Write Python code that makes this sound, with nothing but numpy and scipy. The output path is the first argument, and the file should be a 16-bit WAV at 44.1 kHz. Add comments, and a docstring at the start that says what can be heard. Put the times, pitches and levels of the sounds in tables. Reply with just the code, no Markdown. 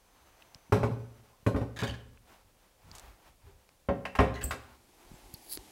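"""In a quiet warehouse, two pine cupboard doors are pushed shut by hand, one after the other.
Each thuds on the frame and rebounds: blows excite decaying panel modes and a booming carcass in a diffuse hall.
The first scrapes into its catch in gritty slips; the second squeaks as ringing noise and snaps home.
Throughout, clothes rustle and feet shift, as shaped noise with swelling levels, among small ticks and bumps.
At the end a finger brushes the microphone, in a hand that has closed round it with a hollow hiss."""
import sys
import numpy as np
from scipy import signal
from scipy.fft import rfft, irfft
from scipy.io import wavfile

SR = 44100
rng = np.random.default_rng(int(sys.argv[2]) if len(sys.argv) > 2 else 0)


def put_to_file(sound):
    """Save the sound as 16-bit audio at rate SR, in the file named by the first command-line argument."""
    columns = np.atleast_2d(sound).T  # one column per channel
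    safe = np.clip(columns, -1, 1)
    whole_steps = np.round(safe * 32767)
    wavfile.write(sys.argv[1], SR, whole_steps.astype(np.int16))


N = 251896
TIME = np.arange(N) / SR  # seconds into the scene
AGE = TIME[:SR]  # seconds since the onset of one sound


def amp(db):
    """Level: decibels become a ratio of amplitudes."""
    return 10 ** (np.asarray(db) / 20)


def unit(x):
    """Normalization: the signal is scaled to an rms of one."""
    return x / np.sqrt(np.mean(x ** 2) + 1e-20)


def add(mix, s, sound):
    """Superposition: a sound is summed into the mix from a given second."""
    part = mix[round(s * SR):][:len(sound)]
    part += sound[:len(part)]


def log_frequency(size):
    """Logarithmic frequency scale of a spectrum, offset by 1 Hz to keep zero finite."""
    return np.log(np.fft.rfftfreq(size, 1 / SR) + 1)


def noise(points, size):
    """Spectral shaping: white noise is filtered to a curve of (Hz, dB) points."""
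    hz, db = np.transpose(points)
    gain = amp(np.interp(log_frequency(size), np.log(hz), db))
    return unit(irfft(rfft(rng.standard_normal(size)) * gain, size))


def whistle(hz, width_hz, size):
    """Resonance: noise rings in one band, its gain halved at width_hz from the centre."""
    detune = (np.fft.rfftfreq(size, 1 / SR) - hz) / width_hz
    return unit(irfft(rfft(rng.standard_normal(size)) / (1 + detune ** 2), size))


def flutter(rate_hz, depth_db, size):
    """Random amplitude modulation: the gain wanders between random levels."""
    steps = np.arange(size) * rate_hz / SR
    levels = rng.standard_normal(size)
    return amp(depth_db * np.interp(steps, np.arange(size), levels))


def swell(peak_s, rise_s, fall_s):
    """Gaussian envelope: a smooth rise to one at a given time, and a smooth fall."""
    t = TIME - peak_s
    return np.exp(-(t / np.where(t < 0, rise_s, fall_s)) ** 2)


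def cut(x, hz, kind, order=2):
    """Causal filtering: a Butterworth low-pass or high-pass."""
    return signal.sosfilt(signal.butter(order, hz, kind, fs=SR, output="sos"), x)


def lumpy(x, spacing_hz, depth_db):
    """Irregular response: uneven material favours some overtones and swallows others."""
    steps = np.fft.rfftfreq(len(x), 1 / SR) / spacing_hz
    ripple = np.interp(steps, np.arange(len(x)), rng.standard_normal(len(x)))
    ripple = np.clip(ripple, -2, 2)
    fade_in = np.minimum(steps / 10, 1)  # the lowest overtones stay more even
    return unit(irfft(rfft(x) * amp(depth_db * ripple * fade_in), len(x)))


def dying(x, bands):
    """Frequency-dependent decay: overlapping bands (Hz, dB, t60 s) of noise each die at their own rate."""
    hz, db, t60 = np.transpose(bands)
    spectrum, log_f = rfft(x), log_frequency(len(x))
    weights = [np.interp(log_f, np.log(hz), w) for w in np.eye(len(hz))]
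    parts = irfft([spectrum * weight for weight in weights], len(x))
    decay = np.exp(-np.log(1000) * TIME[:len(x)] / t60[:, None])
    return (parts * amp(db[:, None]) * decay).sum(0)


def thump(hz, swell_s):
    """Damped oscillation: a few heavy cycles swell and die."""
    u = AGE / swell_s
    return -u * np.exp(1 - u) * np.sin(2 * np.pi * hz * AGE)


# spectrum of the still air. Each row: frequency in Hz, relative level in dB
AIR = [(15, -38), (25, 12.5), (50, -9.5), (164, -4.5), (433, -10), (523, -2.5), (722, -15), (970, -24),
       (2560, -16.5), (10600, -18.5), (15500, -22)]
AIR_DB = -68.5
# a faint whine that sinks and fades
WHINE_HZ, WHINE_SAG_HZ_PER_S = 6165, 137
WHINE_DB, WHINE_PEAK_S, WHINE_FADE_S = -75.5, 0.58, 0.79


def background():
    """Stationary noise and a gliding tone: still air, and a thin whine whose phase sums its falling frequency."""
    hz = WHINE_HZ - WHINE_SAG_HZ_PER_S * TIME
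    tone = np.sin(2 * np.pi * np.cumsum(hz) / SR)
    whine = amp(WHINE_DB) * swell(WHINE_PEAK_S, WHINE_FADE_S, WHINE_FADE_S) * tone
    return amp(AIR_DB) * noise(AIR, N) + whine


# spectrum of cloth rubbing. Each row: frequency in Hz, relative level in dB
CLOTH = [(120, -27), (200, -10), (292, -6), (451, -7), (581, -7.5), (696, -2.5), (980, -5.5), (1310, -7.5),
         (1850, -10.5), (2420, -12), (3940, -17), (8720, -23.5), (15000, -24.5)]
# swishes, one for each movement. Each row: time of the height in seconds, level in dB, half length in seconds
SWISHES = [(.4, -64.5, 0.35), (1.145, -67.5, 0.29), (2.334, -58.5, 0.067), (2.634, -68.5, 0.045),
           (3.0, -56.5, .16), (3.265, -61.5, .06), (3.476, -63, 0.057), (4.658, -61.5, 0.12),
           (5.13, -61.5, 0.15)]
STIR_DB = -72.5  # clothes are never quite still


def clothes():
    """Friction noise: cloth rubs on cloth, and the powers of the movements add."""
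    rub = noise(CLOTH, N) + amp(-9.5) * whistle(905, width_hz=220, size=N)  # a soft, hoarse centre
    power = amp(STIR_DB) ** 2
    for s, db, half_s in SWISHES:
        power = power + (amp(db) * swell(s, half_s, half_s)) ** 2
    return np.sqrt(power) * rub * flutter(rate_hz=36, depth_db=1.8, size=N)


# spectrum of low rumble. Each row: frequency in Hz, relative level in dB
RUMBLE = [(15, -9), (35, 12.5), (70, 3), (120, -2), (200, -13), (400, -22.5), (1500, -61)]
# thuds of shifting feet and grip. Each row: start in seconds, level in dB, swell in seconds, lowest frequency in Hz
SHIFTS = [(.2, -61.5, .03, 28), (2.05, -56, .07, 22), (2.42, -63, .03, 40), (2.82, -53, .06, 72),
          (3.01, -49.5, .045, 30), (3.25, -61, .05, 35), (3.41, -53.5, .065, 45), (5.03, -54.5, .06, 20),
          (5.2, -58, .06, 28), (5.545, -52, .025, 50)]
SHIFT_SPAN = 3.2  # highest over lowest frequency of a thud
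SWAY_DB = -71  # steady rumble of the hand holding the microphone


def shifts():
    """Band-limited rumble: each shift of weight swells and dies over the sway of the hand."""
    out = amp(SWAY_DB) * noise(RUMBLE, N)
    for s, db, swell_s, low_hz in SHIFTS:
        u = AGE / swell_s
        thud = cut(noise(RUMBLE, SR), low_hz, "high")
        thud = cut(thud, SHIFT_SPAN * low_hz, "low")
        add(out, s, amp(db) * unit(thud) * (u * np.exp(1 - u)) ** 2)
    return out


# ticks and faint pings. Each row: start in seconds, level in dB, frequency in Hz, width in Hz, decay in seconds
TICKS = [(0.422, -47.5, 2770, 1200, 0.0025), (0.547, -42, 4800, 1300, 0.0013),
         (1.332, -57, 1066, 50, 0.022), (2.174, -59, 2290, 680, 0.0033), (2.915, -41, 4800, 724, 0.0014),
         (2.951, -47.5, 6800, 3500, 0.012), (2.983, -42.5, 6600, 2300, 0.0033),
         (2.996, -43.5, 7000, 4600, 0.0024), (3.467, -61, 396, 11, .06), (3.691, -50.5, 2400, 2500, 0.0016),
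         (5.14, -62.5, 7600, 350, .017), (5.34, -35, 11900, 3500, .0016), (5.344, -44, 4480, 460, 0.0046),
         (5.574, -25.5, 4360, 1710, 0.00042)]
# soft bumps of fingers on wood and casing. Each row: start in seconds, level in dB, frequency in Hz
BUMPS = [(0.555, -45, 112), (0.697, -42, 170), (1.428, -50, 124), (2.915, -48, 145), (5.115, -40, 182),
         (5.14, -42, 164), (5.339, -36.5, 116), (5.573, -37.5, 327)]
BUMP_SWELL_S = 0.0016


def taps():
    """Transient response: dry ticks decay in narrow or wide bands, soft bumps are damped oscillations."""
    out = np.zeros(N)
    for s, db, hz, width_hz, decay_s in TICKS:
        add(out, s, amp(db) * whistle(hz, width_hz, SR) * np.exp(-AGE / decay_s))
    for s, db, hz in BUMPS:
        add(out, s, amp(db) * thump(hz, BUMP_SWELL_S))
    return out


def burst(bands, size=1024):
    """High modal density: a dying crowd of overtones, its first samples scaled to a deviation of one."""
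    crowd = lumpy(rng.standard_normal(SR // 2), spacing_hz=110, depth_db=4)
    x = dying(crowd, bands)
    return np.pad(x / np.std(x[:size]), (0, SR - len(x)))


# slow resonances of the hollow carcass. Each row: frequency in Hz, width in Hz, level in dB
CARCASS = [(65.2, 2.3, -0.5), (106.6, 1.8, -11.5), (116.4, 4.3, -1)]


def carcass(x):
    """Cavity resonance: the hollow body booms on after a thump."""
    out = x
    for hz, width_hz, db in CARCASS:
        b, a = signal.iirpeak(hz, hz / width_hz, fs=SR)
        out = out + amp(db) * signal.lfilter(b, a, x)
    return out


# blows of each door. Each row: start in seconds, force in dB, hardness (low-pass) in Hz,
# lowest excited frequency in Hz, frequency in Hz of one partial that sings with the blow,
# its level in dB relative to the panel modes, edge click in dB relative to the force,
# thump in dB, thump frequency in Hz, gain into the hall in dB
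LEFT_BLOWS = [(.7215, -20.5, 1420, 131, 422.4, 5.5, -20.5, -17.5, 100, 4),
              (.8305, -23, 1120, 179, 424.5, 5.5, -26.5, -24, 98, 2),
              (.912, -42.5, 589, 150, 571, -5, -21, -31.5, 117, 1),
              (1.4635, -22.5, 1280, 154, 430, 2.5, -23.5, -20, 107, -1.5),
              (1.544, -31.5, 1020, 173, 272.4, 15, -46, -23, 86, -17),
              (1.560, -28, 970, 198, 432, 7, -26.5, -30, 74, 5),
              (1.610, -32, 736, 180, 292, 3, -29, -29, 111, -2.5),
              (1.822, -28.7, 1400, 162, 433, 5, -37, -28.5, 118, 3.5),
              (1.884, -50, 1010, 151, 571, 0, -7, -33, 78.5, 7.5)]
RIGHT_BLOWS = [(3.8865, -25, 1560, 138, 555.3, 6.5, -63, -28.5, 81, 1.5),
               (4.0522, -25.5, 2780, 1050, 1878, -1, -27, -58, 80, 0),
               (4.1515, -29, 2140, 970, 1130, -12, -17.5, -46, 70, -1),
               (4.1875, -18.5, 2450, 348, 1056, 0.5, -43, -18, 68.4, 2.5),
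               (4.202, -22.5, 1865, 216, 531, 0.5, -24.5, -23.5, 104, 4),
               (4.438, -42.5, 600, 145, 241, 4, -13.5, -28, 66, 6.5),
               (4.508, -26.5, 2960, 870, 1136, -4, -14, -36, 73, 1),
               (4.529, -36.5, 1290, 385, 1080, -6, -17, -50, 108, 0)]
# panel modes of each door.
# Each row: frequency in Hz, relative level in dB, t60 in seconds before the damping of the blow
LEFT_MODES = [(117, -9, .45), (236.8, -5.5, 0.38), (272.5, -5.5, 0.52), (383.7, -4, 0.29), (443, -18, 0.16),
              (549, -1, 0.32), (574, -4, 0.35), (638, -11, 0.15), (783, -20, 0.32), (928, -24, 0.42),
              (1063, -4, 0.27), (1178, -10, 0.11), (1454, -13.5, 0.091), (1506, -5, .12), (2220, -25, .15),
              (2474, 0.5, 0.1)]
RIGHT_MODES = [(151.8, 0, 0.33), (185.7, -7, 0.65), (248.6, -5.5, 0.45), (290.8, -5.5, 0.47),
               (393, -3, 0.38), (425, -4.5, 0.26), (529.5, -6, 0.23), (592, -8, 0.25), (635, -5.5, 0.14),
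               (712, -2.5, 0.19), (762, -6, 0.2), (795, -7, 0.21), (885, -8.5, .24), (1062, 0.5, 0.1),
               (1169, -16, 0.49), (1254, -24, 0.25), (1612, -9, 0.18), (1866, -8, 0.19), (2162, -10, 0.14),
               (2660, -16.5, 0.08)]
# short-lived overtones of the boards, and click of edge on edge.
# Each row: frequency in Hz, relative level in dB, t60 in seconds before the damping of the blow
BOARDS = [(150, 5.5, 0.41), (261, 6, 0.29), (338, -4.5, 0.16), (448, -1.5, 0.41), (800, -5, 0.16),
          (1200, -3.5, 0.12), (1870, -5.5, 0.097), (2670, -4.5, 0.073), (3660, -18.5, 0.24),
          (7000, -15, 0.072)]
EDGE = [(1200, 9.5, .1), (3780, 5, 0.28), (6500, -1.5, 0.22), (11000, -5, 0.28), (16000, -9, .09)]


def door(blows, modes, ring_db, swell_s, crack_db, sing_cycles, damping):
    """Modal excitation: blows ring the panel and pump the air inside; returns direct sound and hall input."""
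    direct, spread = np.zeros(N), np.zeros(N)
    hz, db, t60 = np.transpose(modes)[:, :, None]
    ringing = amp(db) * np.exp((2j * np.pi * hz - np.log(1000) / t60) * AGE)
    contact = 1 - np.exp(-AGE / .0016)
    for (s, force_db, hard_hz, low_hz, partial_hz, partial_db,
         click_db, thump_db, thump_hz, hall_db) in blows:
        phases = np.exp(2j * np.pi * rng.random(hz.shape))
        panel = (phases * ringing).real.sum(0)
        # the point of contact sets one partial singing; a high one dies sooner
        singing = np.sin(2 * np.pi * partial_hz * AGE) * np.exp(-AGE * partial_hz / sing_cycles)
        panel += amp(partial_db) * singing
        crack = amp(crack_db) * rng.standard_normal(SR) * np.exp(-AGE / .003)
        # a low hardness makes the blow duller
        wood = cut(burst(BOARDS) + amp(ring_db) * panel + crack, hard_hz, "low")
        # a light snap leaves the low modes still and dies sooner
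        knock = cut(wood, low_hz, "high") + amp(click_db) * burst(EDGE)
        knock *= np.exp(-AGE * damping * low_hz)
        boom = carcass(thump(thump_hz, swell_s))
        blow = amp(force_db) * knock * contact + amp(thump_db) * boom
        add(direct, s, blow)
        add(spread, s, amp(hall_db) * blow)
    return np.array([direct, spread])


# decay of the hall. Each row: frequency in Hz, level in dB, t60 in seconds
HALL = [(50, -17.5, 0.35), (115, -11, 0.69), (250, -13.5, 0.75), (550, -8.5, 0.62), (1200, -9, 0.57),
        (3000, -6.5, 0.46), (8000, -5, 0.32), (15000, -13, .3)]


def hall(x, build_s):
    """Diffuse reverberation: convolution with a noise tail that builds up as the walls answer."""
    build_up = 1 - np.exp(-(TIME[:2 * SR] / build_s) ** 2)
    tail = dying(rng.standard_normal(2 * SR), HALL) * build_up
    return signal.fftconvolve(x, tail / np.sqrt(SR / 20))[:N]


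# slips of the catches. Each row: start in seconds, level in dB, length in seconds, ringing frequency in Hz,
# ring in dB relative to the grit
SLIPS = [(1.762, -43, 0.03, 1720, -24.5), (1.789, -37.8, 0.034, 1690, -6),
         (1.832, -34.5, 0.024, 4500, -12.5), (1.869, -42.5, 0.025, 3170, -2.5),
         (1.892, -47, 0.019, 3010, 9.5), (1.936, -54.5, 0.024, 1700, 2.5), (4.339, -53, 0.038, 4110, -2),
         (4.35, -52, 0.059, 1990, 3.5), (4.41, -45, 0.029, 1660, -2)]
# spectrum of the grit. Each row: frequency in Hz, relative level in dB
CATCH = [(300, 8), (900, -1.5), (1700, 8), (2400, -3.5), (3400, -1), (4500, -4), (5300, -8), (6600, -8),
         (9000, -14.5), (15000, -22.5)]


def catches():
    """Dry friction: a catch grinds in short gritty slips, each with a ring of its own."""
    out = np.zeros(N)
    for s, db, length_s, ring_hz, ring_db in SLIPS:
        grit = lumpy(noise(CATCH, SR), spacing_hz=160, depth_db=4.5)
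        grit = grit * flutter(rate_hz=600, depth_db=4, size=SR)
        ring = whistle(ring_hz, width_hz=87, size=SR)
        ring += amp(-11) * whistle(1.48 * ring_hz, width_hz=70, size=SR)
        pressure = np.minimum(AGE / .002, 1) * np.exp(-(AGE / length_s) ** 2)
        add(out, s, amp(db) * (grit + amp(ring_db) * ring) * pressure)
    return out


# resonances of the squeak. Each row: frequency in Hz, width in Hz, relative level in dB
SQUEAK_TONES = [(4700, 68, -13), (8120, 45, 4), (8100, 65, 3), (8700, 50, -2), (7720, 270, 8.5),
                (12090, 180, 2.5), (15350, 450, -5)]
# the tight door catches, flares and dies back to a thin tone until it snaps home
SQUEAK_S, SQUEAK_END_S, SQUEAK_RISE_S, SQUEAK_FALL_S = 4.442, 4.52, 0.0048, .009
SQUEAK_DB, SQUEAK_HOLD_DB = -32, -21  # the thin tone is relative to the flare


def squeak():
    """Stick-slip friction: the tight edge gives a shrill, fluttering squeak of narrow resonances."""
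    tones = unit(sum(amp(db) * whistle(hz, width_hz, SR) for hz, width_hz, db in SQUEAK_TONES))
    chatter = 1 + 0.27 * np.sin(2 * np.pi * 225 * TIME)
    t = TIME - SQUEAK_S
    flare = np.exp(-abs(t) / np.where(t < 0, SQUEAK_RISE_S, SQUEAK_FALL_S))
    hold = amp(SQUEAK_HOLD_DB) * (t > 0) * (TIME < SQUEAK_END_S)
    return amp(SQUEAK_DB) * np.resize(tones, N) * chatter * (flare + hold)


# spectrum of the hiss inside a cupped hand. Each row: frequency in Hz, relative level in dB
HOLLOW = [(120, -10), (250, -1.5), (360, 4), (500, -10.5), (850, -1.5), (1300, -17.5), (2200, -11.5),
          (6500, -14.5), (12000, -15.5), (16000, -30)]
# a hand closes round the microphone and stays there
GRIP_S, GRIP_CLOSE_S, GRIP_DB = 4.56, 1.0, -57
# spectrum of skin sliding on the casing. Each row: frequency in Hz, relative level in dB
SKIN = [(500, -22), (3200, -15), (4600, 4.5), (5800, -13), (8500, -7), (11500, 6.5), (14000, -15),
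        (16000, 4)]
# the finger creeps, speeds up into one short stroke and lifts off
BRUSH_S, BRUSH_DB, BRUSH_RISE_S, BRUSH_LIFT_S = 5.537, -36.5, 0.033, 0.024
CREEP_DB, CREEP_S = -14.5, .11  # level relative to the stroke


def handling():
    """Contact noise: a closing hand adds a hollow hiss, and a dragged fingertip grows louder with its speed."""
    creep = np.exp(np.minimum(TIME - BRUSH_S, 0) / CREEP_S) * (TIME < BRUSH_S)
    speed = swell(BRUSH_S, BRUSH_RISE_S, BRUSH_LIFT_S) + amp(CREEP_DB) * creep
    brush = amp(BRUSH_DB) * speed * noise(SKIN, N) * flutter(rate_hz=720, depth_db=3.5, size=N)
    closed = np.clip((TIME - GRIP_S) / GRIP_CLOSE_S, 0, 1)
    return brush + amp(GRIP_DB) * closed * noise(HOLLOW, N)


def scene():
    """Direct and reverberant fields: doors and catches sound in the hall, the small sounds close by."""
    left = door(LEFT_BLOWS, LEFT_MODES, ring_db=-7.5, swell_s=0.0083,
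                crack_db=-12, sing_cycles=11.0, damping=0.022)
    right = door(RIGHT_BLOWS, RIGHT_MODES, ring_db=-5.5, swell_s=0.0089,
                 crack_db=-5, sing_cycles=30.0, damping=0.023)
    direct, spread = left + right
    friction = catches() + squeak()
    room = hall(spread + amp(1) * friction, build_s=0.008)
    close_by = background() + clothes() + shifts() + taps() + handling()
    return (direct + friction + room + close_by)[None]


CUTOFF_HZ = 15900


def record(dry):
    """Band limitation: the microphone sheds the deepest bass, then a steep low-pass ends the treble."""
    thinned = cut(dry, hz=28.3, kind="high")
    lowpass = signal.firwin(511, CUTOFF_HZ, window=("kaiser", 9), fs=SR)
    return signal.oaconvolve(thinned, lowpass[None], "same")


dry = scene()
out = record(dry)
put_to_file(out)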